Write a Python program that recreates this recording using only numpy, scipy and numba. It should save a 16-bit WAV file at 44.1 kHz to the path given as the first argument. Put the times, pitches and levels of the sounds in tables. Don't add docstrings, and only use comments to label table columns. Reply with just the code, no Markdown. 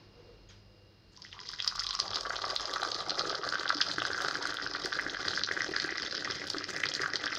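import sys
import numpy as np
from scipy import signal
from scipy.fft import rfft, irfft
from scipy.io import wavfile
from scipy.ndimage import uniform_filter1d
from numba import njit

SR = 44100
rng = np.random.default_rng(int(sys.argv[2]) if len(sys.argv) > 2 else 0)


def waveform_to_disk(signal):
    frames = np.transpose(np.atleast_2d(signal))
    scaled = np.clip(frames, -1, 1) * 32767
    samples = np.round(scaled).astype(np.int16)
    wavfile.write(sys.argv[1], SR, samples)


N = 325458

# (frequency [Hz], relative level [dB])
ROOM_SPECTRUM = [(25, -12), (60, -14.5), (140, -1.5), (240, -21.5), (330, -6.5), (520, -16.5), (700, -21.5),
                 (1400, -23.5), (3600, -27.5), (4000, -22.5), (4600, -24), (5050, -18.5), (6000, -35),
                 (9000, -38), (16000, -44)]
# (time [s], hiss level [dB], muffled stirring level [dB])
ROOM_LEVELS = [(0.0, -57.5, -61), (0.12, -61, -65), (0.2, -59, -62.5), (0.63, -63, -68), (1.1, -62, -72.5)]
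# (time [s], level [dB])
HOUSE_RUMBLE = [(0.0, -55.5), (1.05, -64), (1.87, -58), (3.2, -64), (3.7, -76), (5.1, -60), (6.15, -77),
                (7.38, -83)]
# (time [s], length [s], boost [dB])
MAINS_SWELLS = [(1.3, 0.168, 3.5), (1.949, 0.22, 7.5), (3.78, 0.68, 5.5), (5.23, 0.33, 13.5),
                (6.25, 0.31, 11)]
# (frequency [Hz], level [dB])
THIN_TONES = [(2797, -77.5), (2847, -81), (4022, -86.5), (4318, -81.5)]
# (time [s], length [s], pitch [Hz], level [dB])
BLURRED_TONES = [(0.12, 0.3, 477, -56.5), (0.613, 0.36, 508, -68.5), (1.39, 0.13, 426, -55.5)]
# (frequency [Hz], level [dB], time to fall 60 dB [s])
CLINK_MODES = [(4930, -65.5, 1.7), (6600, -49, 0.068), (3230, -59, 0.19)]
# (delay [ms], gain [dB])
REFLECTIONS = [(2.2, -37), (3.6, -33), (5.2, -22.5), (10.2, -20)]
# (frequency [Hz], gain [dB])
MIC_RESPONSE = [(20, -11.5), (40, -3), (4300, 0), (4950, 0), (5500, -0.5), (6300, -2), (7600, -17.5),
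                (10000, -28.5), (13000, -33), (15500, -32)]
# (frequency [Hz], gain [dB])
GLASS_RESPONSE = [(100, -8), (230, -13), (300, -5.5), (850, -2.5), (1050, -5), (1150, -0.5), (1650, 0.5),
                  (1760, -3.5), (2020, 1.5), (2230, -11), (2440, -0.5), (2750, -7.5), (3200, -0.5),
                  (5000, -2.5)]
# (frequency [Hz], width [Hz])
GLASS_MODES = [(4830, 110), (5100, 120)]
# (time [s], level [dB])
OPENING_DROPS = [(1.174, -56.5), (1.335, -45.5), (1.4, -56), (1.49, -52), (1.535, -64), (1.62, -55),
                 (1.665, -51)]
# (time [s], splash level [dB], spray level [dB])
STREAM_LEVELS = [(1.08, -108, -87), (1.14, -61, -57), (1.36, -54, -65), (1.54, -44.5, -51), (1.8, -44, -39),
                 (2.2, -42.5, -47), (2.7, -42.5, -41.5), (3.3, -42, -43.5), (3.8, -42.5, -43.5),
                 (4.21, -42.5, -40.5), (4.7, -42.5, -50.5), (5.07, -44, -43.5), (5.35, -39.5, -40),
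                 (5.77, -45.5, -45.5), (6.1, -39.5, -48.5), (6.5, -45.5, -47), (6.91, -46, -39),
                 (7.38, -43.5, -45)]
# (frequency [Hz], relative gain [dB])
SPLASH_COLOUR = [(1200, 5.5), (2500, -1), (5000, 11.5), (6500, 5.5), (9000, 2.5)]
# (time [s], level [dB], pitch [Hz])
SPRAY_SPITS = [(1.516, -52, 9330), (1.6633, -50, 15000), (1.677, -43.5, 10200), (1.867, -49, 9900),
               (1.9987, -42.5, 9080), (2.1594, -43, 8730), (2.21, -45, 8900), (2.5558, -40.5, 8550),
               (2.7055, -56, 8730), (2.739, -41.5, 9250), (2.8048, -53, 9900), (2.834, -45, 9700),
               (2.8755, -50, 9110), (3.1929, -55, 8510), (3.489, -48, 8830), (3.693, -42.5, 8520),
               (4.221, -38, 8940), (4.284, -43, 8610), (4.3246, -49, 8630), (4.456, -48, 8550),
               (4.474, -44, 10100), (4.543, -42, 9160), (4.857, -36, 8550), (5.013, -44.5, 9160),
               (5.2721, -54, 8560), (5.8624, -50, 9120), (6.4603, -56, 10600), (6.475, -43.5, 9400),
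               (6.5007, -38.5, 9130), (6.7053, -43, 8600), (6.764, -46, 8550), (6.804, -44, 8730),
               (6.8366, -47, 9210), (6.9387, -47, 9100), (7.3507, -50, 8900)]
# (time [s], level [dB], pitch [Hz])
POCKET_GULPS = [(2.3051, -32.5, 635), (2.3659, -34, 595), (2.4411, -33.0, 604), (2.4683, -35, 614),
                (2.5338, -30, 610), (2.6539, -34, 616), (2.7066, -35.5, 393), (2.83, -26, 755),
                (2.8758, -31.5, 443), (2.8955, -35, 423), (3.2099, -32, 624), (3.2391, -30, 471),
                (3.2566, -33, 410), (3.2723, -28.5, 436), (3.2845, -32, 400), (3.3159, -35, 422),
                (3.3292, -29, 640), (3.3971, -31.5, 410), (3.4688, -31, 503), (3.5973, -34, 373),
                (3.7324, -31, 620), (3.7569, -33, 287), (3.8831, -34, 614), (3.9827, -30, 327),
                (4.0197, -31.5, 610), (4.1032, -31.5, 435), (4.2466, -30, 422), (4.2847, -34.0, 590),
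                (4.3928, -34.0, 390), (4.7605, -38.5, 360), (4.8506, -27.5, 382), (5.0649, -30.5, 303),
                (5.1302, -38, 430), (5.2816, -38, 392), (5.5125, -31, 410), (5.5745, -33, 360),
                (5.6909, -29, 350), (5.7163, -31, 357), (5.847, -27.5, 335), (5.9247, -31, 353),
                (6.1868, -36.5, 400), (6.302, -32.5, 377), (6.4166, -40.5, 388), (6.5463, -30.5, 400),
                (6.5659, -33, 300), (6.7028, -37.5, 347), (6.7634, -35, 377), (7.0024, -30, 395),
                (7.1442, -32, 395), (7.242, -36, 337)]
# (time [s], level [dB], pitch [Hz])
BUBBLE_PINGS = [(1.2497, -36, 1890), (1.3328, -38, 2000), (1.368, -45, 1056), (1.381, -45, 1050),
                (1.3916, -36, 1960), (1.4973, -41, 1210), (1.535, -32.5, 1500), (1.5414, -37, 2020),
                (1.5875, -35.5, 1940), (1.5958, -33, 1940), (1.6016, -44, 2406), (1.6243, -41, 1470),
                (1.6475, -33, 1320), (1.6643, -32, 1180), (1.6698, -40, 1090), (1.714, -34, 1500),
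                (1.7233, -31, 1145), (1.7289, -37, 1130), (1.7545, -30.5, 1140), (1.7798, -31, 1260),
                (1.7894, -31, 1157), (1.7964, -41, 1420), (1.8215, -30.5, 1920), (1.8511, -37, 1220),
                (1.855, -43, 1122), (1.9522, -32, 1210), (1.991, -29, 1160), (1.9984, -29.5, 1090),
                (2.1145, -29, 1180), (2.1337, -30, 1300), (2.1712, -25.5, 1210), (2.2522, -27.5, 1250),
                (2.2586, -26, 1570), (2.3065, -19.5, 1400), (2.3354, -31, 1670), (2.34, -32, 1090),
                (2.3599, -30, 1380), (2.3896, -28, 1300), (2.4427, -19.5, 1150), (2.5977, -28, 1220),
                (2.7616, -19.5, 1270), (2.7677, -23, 1230), (2.78, -39, 1270), (2.7989, -29, 1360),
                (2.831, -19, 1280), (2.8502, -25, 1200), (3.1798, -25.5, 1220), (3.2114, -23.5, 1290),
                (3.2551, -24, 1370), (3.3041, -25, 1240), (3.3307, -25.5, 1450), (3.3474, -25.0, 1340),
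                (3.4345, -23.5, 1300), (3.444, -25, 1360), (3.4647, -36, 1330), (3.4775, -23, 1370),
                (3.5249, -19.5, 1380), (3.5377, -20, 1420), (3.5557, -19, 1420), (3.6102, -26.5, 1370),
                (3.633, -27, 1470), (3.6574, -19.5, 1430), (3.6958, -25, 1450), (3.7039, -11.5, 1340),
                (3.708, -36, 1280), (3.8062, -18, 1580), (3.8161, -25, 1310), (3.8995, -27, 1640),
                (3.9834, -17.5, 1440), (4.02, -20, 1320), (4.0523, -18, 1460), (4.1047, -22, 1440),
                (4.115, -29, 1480), (4.1468, -21, 1470), (4.186, -24, 1430), (4.2045, -22, 1320),
                (4.2104, -29, 1460), (4.2483, -18, 1410), (4.263, -25, 1440), (4.2682, -27, 1230),
                (4.2852, -19.5, 1450), (4.3113, -22, 1390), (4.3548, -20, 1510), (4.4545, -19, 1390),
                (4.494, -25, 1430), (4.5244, -24, 1460), (4.544, -27, 1380), (4.5868, -25, 1430),
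                (4.599, -24.5, 1470), (4.6153, -25, 1460), (4.6646, -20.5, 1480), (4.751, -21, 1380),
                (4.8601, -22.5, 1530), (4.9226, -24, 1450), (4.9286, -20, 1560), (4.9344, -34, 1330),
                (4.9537, -28, 1466), (4.9895, -17.0, 1540), (4.9963, -17.5, 1920), (5.0655, -19.5, 1630),
                (5.085, -28, 1510), (5.1477, -21, 1560), (5.1697, -24.5, 1593), (5.2516, -21.5, 1590),
                (5.2821, -21, 1480), (5.3343, -23, 1470), (5.3761, -17, 1550), (5.3948, -26, 1530),
                (5.4144, -25.0, 1470), (5.4752, -26.0, 1440), (5.4892, -20.5, 1490), (5.5134, -17.5, 1815),
                (5.5675, -21, 1600), (5.5755, -19, 1610), (5.6069, -16.5, 1880), (5.6195, -22, 1560),
                (5.6305, -31, 1580), (5.645, -21.5, 1580), (5.7383, -23, 1700), (5.7513, -27, 1430),
                (5.7646, -17.5, 1680), (5.8002, -26, 1920), (5.8212, -33, 1450), (5.8435, -28, 1600),
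                (5.8478, -20.5, 1600), (5.8916, -22, 1900), (5.9045, -24, 1950), (5.9252, -28.0, 1840),
                (5.9557, -24, 1900), (5.9828, -22, 1920), (5.9994, -26.5, 1580), (6.031, -30.5, 1796),
                (6.1258, -27, 1550), (6.1504, -26.5, 1580), (6.1805, -32, 1470), (6.224, -27.5, 1520),
                (6.249, -21, 1970), (6.2532, -27.5, 1860), (6.2758, -24.5, 1200), (6.302, -24, 1550),
                (6.3066, -28, 1600), (6.3165, -35, 1660), (6.4179, -22.5, 2010), (6.5467, -24, 1360),
                (6.642, -26, 1970), (6.704, -31.5, 1860), (6.7643, -23.0, 1840), (6.7837, -32, 1700),
                (6.8052, -24, 1990), (6.837, -14, 2000), (6.842, -29, 2070), (6.8572, -29, 1390),
                (6.9953, -21.5, 1890), (7.0031, -31, 1370), (7.0355, -21, 1485), (7.0603, -18, 1470),
                (7.0645, -31, 1520), (7.0912, -28, 1420), (7.1359, -21, 1860), (7.142, -36, 1890),
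                (7.157, -30, 1520), (7.24, -23.5, 1490), (7.2672, -18.5, 1610), (7.328, -21, 2060)]
# (time [s], level [dB], pitch [Hz])
STREAM_SLAPS = [(1.1656, -39, 4650), (1.1743, -35.5, 5530), (1.2208, -30.5, 5060), (1.2254, -37, 4680),
                (1.242, -40, 4880), (1.2454, -35, 5040), (1.2491, -41, 5700), (1.2658, -42, 2900),
                (1.3227, -44, 3360), (1.3288, -32, 2900), (1.3329, -42, 4900), (1.3918, -32, 3260),
                (1.4027, -30.5, 5140), (1.4582, -36, 4900), (1.4901, -23.5, 5000), (1.4951, -34, 5170),
                (1.5038, -34, 5070), (1.5169, -33, 3570), (1.5385, -27, 4870), (1.5934, -26, 3410),
                (1.6025, -14.5, 3350), (1.624, -21.5, 4800), (1.6463, -19.5, 4930), (1.6775, -9.5, 4900),
                (1.681, -18, 4830), (1.7948, -14.5, 4960), (1.8, -19.5, 4820), (1.8373, -21.5, 4940),
                (1.8435, -26, 3370), (1.8678, -16, 3900), (1.8906, -19.5, 5300), (1.9086, -16.5, 4130),
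                (1.9126, -26, 3700), (1.9301, -23, 3760), (1.9512, -17.5, 5400), (1.9914, -24, 4940),
                (2.0009, -9.5, 4740), (2.0807, -22.5, 4520), (2.1062, -23, 4900), (2.1333, -22, 3380),
                (2.146, -20.5, 4830), (2.1585, -15.5, 3940), (2.162, -17.5, 5000), (2.2099, -20.5, 4800),
                (2.3576, -22.5, 3230), (2.3657, -19, 4020), (2.4196, -21, 4200), (2.4936, -26, 4570),
                (2.5634, -12, 4040), (2.6558, -19.5, 4600), (2.7329, -28.5, 3710), (2.7377, -17.5, 4020),
                (2.8188, -21.5, 4000), (2.8337, -19.5, 3950), (2.8763, -28, 4000), (2.9183, -16, 4270),
                (2.9461, -17.5, 4550), (3.0963, -15, 4300), (3.1065, -15.5, 4260), (3.1943, -11.5, 4300),
                (3.2113, -30, 4610), (3.2968, -19.5, 4400), (3.3507, -25, 4800), (3.354, -18.5, 4300),
                (3.4402, -25, 4330), (3.4904, -18.5, 4540), (3.5249, -22.5, 4350), (3.597, -18.5, 4240),
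                (3.6792, -19, 3420), (3.6947, -14.5, 4250), (3.7478, -18.5, 5000), (3.7692, -21.5, 4470),
                (3.8141, -7.5, 4730), (3.8173, -11, 3170), (3.8246, -19.5, 4670), (3.8869, -19.5, 4600),
                (3.906, -26, 4850), (3.9148, -15.5, 4100), (4.002, -19.5, 3400), (4.0204, -25, 2820),
                (4.0519, -21, 4450), (4.0574, -25, 4810), (4.082, -25, 3280), (4.248, -26, 4930),
                (4.285, -18.5, 4290), (4.311, -22, 4380), (4.348, -21, 4630), (4.5701, -20, 3440),
                (4.7377, -23, 4500), (4.8481, -22, 4670), (4.8587, -21, 4700), (4.9284, -22.5, 3510),
                (4.9366, -21, 4180), (5.0975, -21.5, 3630), (5.247, -28, 3800), (5.2837, -13, 4400),
                (5.363, -19.5, 4900), (5.3783, -25, 5100), (5.3946, -21, 3600), (5.4364, -11, 4300),
                (5.4395, -29, 4100), (5.4471, -21, 4150), (5.4632, -22, 5560), (5.6198, -19, 5400),
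                (5.6451, -21, 5560), (5.7641, -15.5, 4550), (5.8004, -14, 4400), (5.8208, -21.5, 4940),
                (5.8425, -21.5, 4570), (5.9811, -20, 4800), (6.064, -27, 3560), (6.1255, -22, 4940),
                (6.1506, -19, 5150), (6.2466, -21, 5270), (6.3025, -24, 3970), (6.3109, -18, 5100),
                (6.5024, -15, 4830), (6.5355, -23, 4280), (6.5841, -19, 4900), (6.6422, -20, 5070),
                (6.7643, -22.5, 5030), (6.8372, -14.5, 2480), (6.8569, -18.5, 4600), (6.8675, -20, 3540),
                (6.8887, -17, 4900), (6.9177, -20.5, 3200), (6.939, -18, 5350), (6.9511, -15, 4460),
                (7.018, -20.5, 5100), (7.136, -19.5, 5000), (7.1573, -13, 4400), (7.1678, -24, 4760),
                (7.2399, -24.5, 3540), (7.2592, -18.5, 4900), (7.2773, -21, 3200), (7.3527, -20.5, 5000),
                (7.3631, -23.5, 3530)]

POOL_S, FOAM_S = 1.96, 3.3
FILL_FROM_S, FILL_TO_S = 1.9, 5.68
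TIME = np.arange(N) / SR
FILL = np.clip((TIME - FILL_FROM_S) / (FILL_TO_S - FILL_FROM_S), 0, 1)
STEADY = np.ones(N)


def undb(db):
    return 10 ** (np.asarray(db) / 20)


def unit(x):
    return x / np.sqrt(np.mean(x ** 2))


def curves(table):
    s, *columns = np.transpose(table)
    return [np.interp(TIME, s, column) for column in columns]


def gate(start_s, length_s, edge_s):
    age = TIME - start_s
    return np.clip(np.minimum(age, length_s - age) / edge_s, 0, 1)


def wander(rate):
    hold = int(SR / rate)
    steps = np.repeat(rng.standard_normal(N // hold + 1), hold)
    return unit(uniform_filter1d(steps, hold)[:N])


def noise_band(hz, width):
    return unit(signal.lfilter(*signal.iirpeak(hz, hz / width, fs=SR), rng.standard_normal(N)))


def colour(x, table):
    hz, db = np.transpose(table)
    size = 4096
    log_hz = np.log(np.arange(size + 1) * SR / 2 / size + 1)
    cepstrum = irfft(np.interp(log_hz, np.log(hz), db) * np.log(10) / 20)
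    cepstrum[1:size] *= 2
    cepstrum[size + 1:] = 0
    impulse = irfft(np.exp(rfft(cepstrum)))[:size]
    return signal.fftconvolve(x, impulse)[:N]


@njit
def resonate(x, hz, width):
    out, band, low = np.empty(len(x)), 0., 0.
    for i in range(len(x)):
        g, damping = np.tan(np.pi * hz[i] / SR), width[i] / hz[i]
        v = (band + g * (x[i] - low)) / (1 + g * (g + damping))
        band, low = 2 * v - band, low + 2 * g * v
        out[i] = damping * v
    return out


@njit
def grains(start, hz, gain, cycles, rise, glide):
    out = np.zeros(N)
    for k in range(len(start)):
        period = SR / hz[k]
        fall, swell = np.exp(-1 / (cycles[k] * period)), np.exp(-1 / (rise * period))
        decay, onset, phase, step = 1., 1., 0., 2 * np.pi / period
        for i in range(start[k], min(N, start[k] + int(6 * cycles[k] * period))):
            out[i] += gain[k] * decay * (1 - onset) * np.sin(phase)
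            decay, onset, phase = decay * fall, onset * swell, phase + step
            step *= 1 + glide / period
    return out


def accents(table, cycles, rise, glide, early_ms, lead_ms, lead_db):
    s, db, hz = np.transpose(table)
    responses = np.transpose(GLASS_RESPONSE), np.transpose(MIC_RESPONSE)
    path_db = sum(np.interp(np.log(hz), np.log(freqs), gains) for freqs, gains in responses)
    gain = undb(db - path_db) * (1 + cycles / rise) ** (rise / cycles) * (1 + rise / cycles)
    start = ((s - early_ms / 1000) * SR).astype(np.int64)
    gap, detune = rng.random((2, len(s)))
    lead_start = start - (lead_ms * (0.452 + gap) * SR / 1000).astype(np.int64)
    decays = np.full(len(s), cycles)
    leads = grains(lead_start, hz * (0.87 + 0.5 * detune), gain * undb(lead_db), decays, rise, glide)
    return grains(start, hz, gain, decays, rise, glide) + leads


def swarm(drops, centre_hz, spread, shared_db, own_db, top_db, cycles, rise, glide, bunch_s, per_drop,
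          lowest=0.34):
    when, drop_draw = drops.repeat(per_drop, axis=0).T
    own_draw, length = rng.random((2, len(when)))
    detune, scatter = rng.standard_normal((2, len(when)))
    start = np.clip(when * N + bunch_s * SR * scatter, 0, N - 1).astype(np.int64)
    db = np.minimum(-shared_db * np.log(drop_draw + 1e-9) - own_db * np.log(own_draw + 1e-9), top_db)
    hz = np.clip(centre_hz[start] * np.exp(spread * detune), centre_hz[start] * lowest, 17000)
    return unit(grains(start, hz, undb(db), cycles * (.5 + length), rise, glide))


def room_tone():
    hiss_db, stir_db = curves(ROOM_LEVELS)
    hiss = unit(colour(rng.standard_normal(N), ROOM_SPECTRUM)) * undb(hiss_db)
    stirring = noise_band(357, 230) * undb(stir_db)
    rumble = noise_band(45.8, 6.1) * undb(curves(HOUSE_RUMBLE)[0])
    return hiss + stirring + rumble


def mains_hum(hz=98.8, width=3.7, fade_db_per_s=0.5):
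    swell_db = sum(db * gate(s, length, edge_s=0.038) for s, length, db in MAINS_SWELLS)
    hum = noise_band(hz, width) + undb(-6.5) * noise_band(2 * hz, 2 * width)
    return hum * undb(-61.5 - fade_db_per_s * TIME + swell_db)


def faint_tones(waver_db=2.5):
    whines = sum(undb(db + waver_db * wander(12)) * np.sqrt(2) * np.sin(2 * np.pi * hz * TIME)
                 for hz, db in THIN_TONES)
    blurred = sum(undb(db) * gate(s, length, edge_s=0.085) * noise_band(hz, width=25)
                  for s, length, hz, db in BLURRED_TONES)
    return whines + blurred


def clink(at_s=0.489, attack_s=0.011, rustle_db_per_s=164.5):
    age = np.maximum(TIME - at_s, 0)
    rustle = noise_band(2700, 5300) * np.minimum(age / attack_s, 1) * undb(-52.5 - rustle_db_per_s * age)
    glass_ring = sum(undb(db - 60 * age / t60) * np.sin(2 * np.pi * hz * age)
                     for hz, db, t60 in CLINK_MODES)
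    return rustle + glass_ring


def echoes(x, walls_db=-12, t60_s=0.25, dull_hz=7450):
    t = np.arange(SR // 2) / SR
    tail = rng.standard_normal(len(t)) * undb(-60 * t / t60_s) * np.clip(t / 0.00058, 0, 1)
    tail = signal.lfilter(*signal.butter(2, dull_hz, fs=SR), tail)
    response = undb(walls_db) * tail / np.sqrt(np.sum(tail ** 2))
    response[0] = 1
    for ms, db in REFLECTIONS:
        response[int(ms * SR / 1000)] += undb(db)
    return signal.fftconvolve(x, response)[:N]


def pooled(start_s, rise_s, db, wander_db, foam_db_per_s):
    foamed_s = np.maximum(TIME - FOAM_S, 0)
    level_db = db + wander_db * wander(11) + foam_db_per_s * foamed_s
    return gate(start_s, 2 * N / SR, rise_s) ** 2 * undb(level_db)


def empty_glass(hz=1002, attack_s=0.0043, fall_db_per_s=152):
    struck = sum(np.clip((TIME - s) / attack_s, 0, 1) * undb(db - fall_db_per_s * np.maximum(TIME - s, 0))
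                 for s, db in OPENING_DROPS)
    return struck * noise_band(hz, width=30)


def glass(tea, body_hz=1170, body_width_hz=30):
    with_body = tea + undb(-5 - 8 * FILL) * resonate(tea, body_hz * STEADY, body_width_hz * STEADY)
    wall = sum(resonate(with_body, hz * STEADY, width * STEADY) for hz, width in GLASS_MODES)
    return colour(with_body + undb(-1.5 - 2 * FILL) * wall, GLASS_RESPONSE)


def air_column(drops, column_hz, empty_width_hz=95, full_width_hz=148):
    width = empty_width_hz * (full_width_hz / empty_width_hz) ** FILL
    patter = swarm(drops, column_hz, spread=0.12, shared_db=6.5, own_db=3.0, top_db=19.5,
                   cycles=0.77, rise=0.15, glide=0.001, bunch_s=0.005, per_drop=4)
    ringing = unit(resonate(patter, column_hz, width) / np.sqrt(width))
    return ringing * pooled(start_s=1.74, rise_s=0.17, db=-46.5, wander_db=0, foam_db_per_s=-8)


def sizzle(rise_s=0.012, decay_s=0.034):
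    s, db, _ = np.transpose(SPRAY_SPITS)
    kicks = np.zeros(N)
    kicks[(s * SR).astype(int)] = undb(db + 1.5)
    fizz = signal.lfilter([1], [1, -np.exp(-1 / (decay_s * SR))], kicks)
    return uniform_filter1d(fizz, int(rise_s * SR) + 1) * noise_band(12800, 7000)


def spray(drops, level_db):
    droplets = swarm(drops, 11000 * STEADY, spread=0.32, shared_db=7.0, own_db=2.5, top_db=15.5,
                     cycles=1.6, rise=1.5, glide=0.0011, bunch_s=0.004, per_drop=16, lowest=0.6)
    overtones = [(s, db - 11.5, min(hz * 1.8, 15000.)) for s, db, hz in SPRAY_SPITS]
    spits = accents(list(SPRAY_SPITS) + overtones, cycles=1.2, rise=0.96, glide=0.0011,
                    early_ms=0.017, lead_ms=0.9, lead_db=5.5)
    return droplets * undb(level_db) + spits


def thuds(drops, hz=184):
    low = swarm(drops, hz * STEADY, spread=0.2, shared_db=5.5, own_db=1.0, top_db=10.5,
                cycles=1.6, rise=0.37, glide=0.005, bunch_s=0.002967, per_drop=1)
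    return low * pooled(POOL_S, rise_s=1.24, db=-47.5, wander_db=1.3, foam_db_per_s=-0.2)


def gulps(drops, shallow_hz=707, deep_hz=373.6):
    hz = shallow_hz * (deep_hz / shallow_hz) ** FILL
    soft = swarm(drops, hz, spread=0.41, shared_db=7.5, own_db=1.5, top_db=8.0,
                 cycles=1.15, rise=0.43, glide=0.014, bunch_s=0.002025, per_drop=2, lowest=0.568)
    soft *= pooled(POOL_S, rise_s=0.078, db=-42, wander_db=1.47, foam_db_per_s=-0.54)
    return soft + accents(POCKET_GULPS, cycles=1.6, rise=0.19, glide=0.0043,
                          early_ms=2.36, lead_ms=6.7, lead_db=-24)


def bubbles(drops, column_hz):
    soft = swarm(drops, column_hz, spread=0.24, shared_db=5.0, own_db=6.0, top_db=17.5,
                 cycles=1.7, rise=0.44, glide=0.0084, bunch_s=0.003, per_drop=2)
    soft *= pooled(start_s=1.5, rise_s=1.35, db=-45.5, wander_db=3, foam_db_per_s=0.4)
    pings = accents(BUBBLE_PINGS, cycles=1.55, rise=0.65, glide=0.0021,
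                    early_ms=0.48, lead_ms=2.33, lead_db=-12.5)
    overtones = [(s, db - 15, hz * 1.89) for s, db, hz in BUBBLE_PINGS]
    snaps = accents(overtones, cycles=0.77, rise=0.3, glide=0.002,
                    early_ms=0.804, lead_ms=1.48, lead_db=-13)
    return soft + pings + snaps


def splashes(drops, level_db):
    small = swarm(drops, 4000 * STEADY, spread=0.472, shared_db=4.0, own_db=4.0, top_db=19.5,
                  cycles=2.06, rise=0.31, glide=0.0028, bunch_s=0.0013, per_drop=4)
    mist = undb(-11.5 + 1.5 * wander(30)) * noise_band(4600, 5000)
    slaps = accents(STREAM_SLAPS, cycles=1.82, rise=0.27, glide=0.0036,
                    early_ms=0.044, lead_ms=1.9, lead_db=-8.5)
    return unit(colour(small + mist, SPLASH_COLOUR)) * undb(level_db) + slaps


def pour(air_empty_m=0.0792, air_full_m=0.047):
    splash_db, spray_db = curves(STREAM_LEVELS)
    air_m = air_empty_m + (air_full_m - air_empty_m) * FILL
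    column_hz = 343 / 4 / air_m
    drops = rng.random((2000, 2))
    spatters = drops[::3]
    surface = splashes(drops, splash_db) + spray(spatters, spray_db) + sizzle()
    submerged = bubbles(drops, column_hz) + gulps(drops) + thuds(spatters)
    ringing = air_column(drops, column_hz) + empty_glass()
    return glass(surface + submerged + ringing)


def scene():
    return (echoes(pour()) + room_tone() + mains_hum() + faint_tones() + clink())[None]


def record(dry, hiss_db=-86, top_hz=15700):
    heard = colour(dry[0], MIC_RESPONSE) + undb(hiss_db) * rng.standard_normal(N)
    return signal.sosfilt(signal.ellip(8, .2, 70, top_hz, fs=SR, output="sos"), heard)[None]


dry = scene()
out = record(dry)
waveform_to_disk(out)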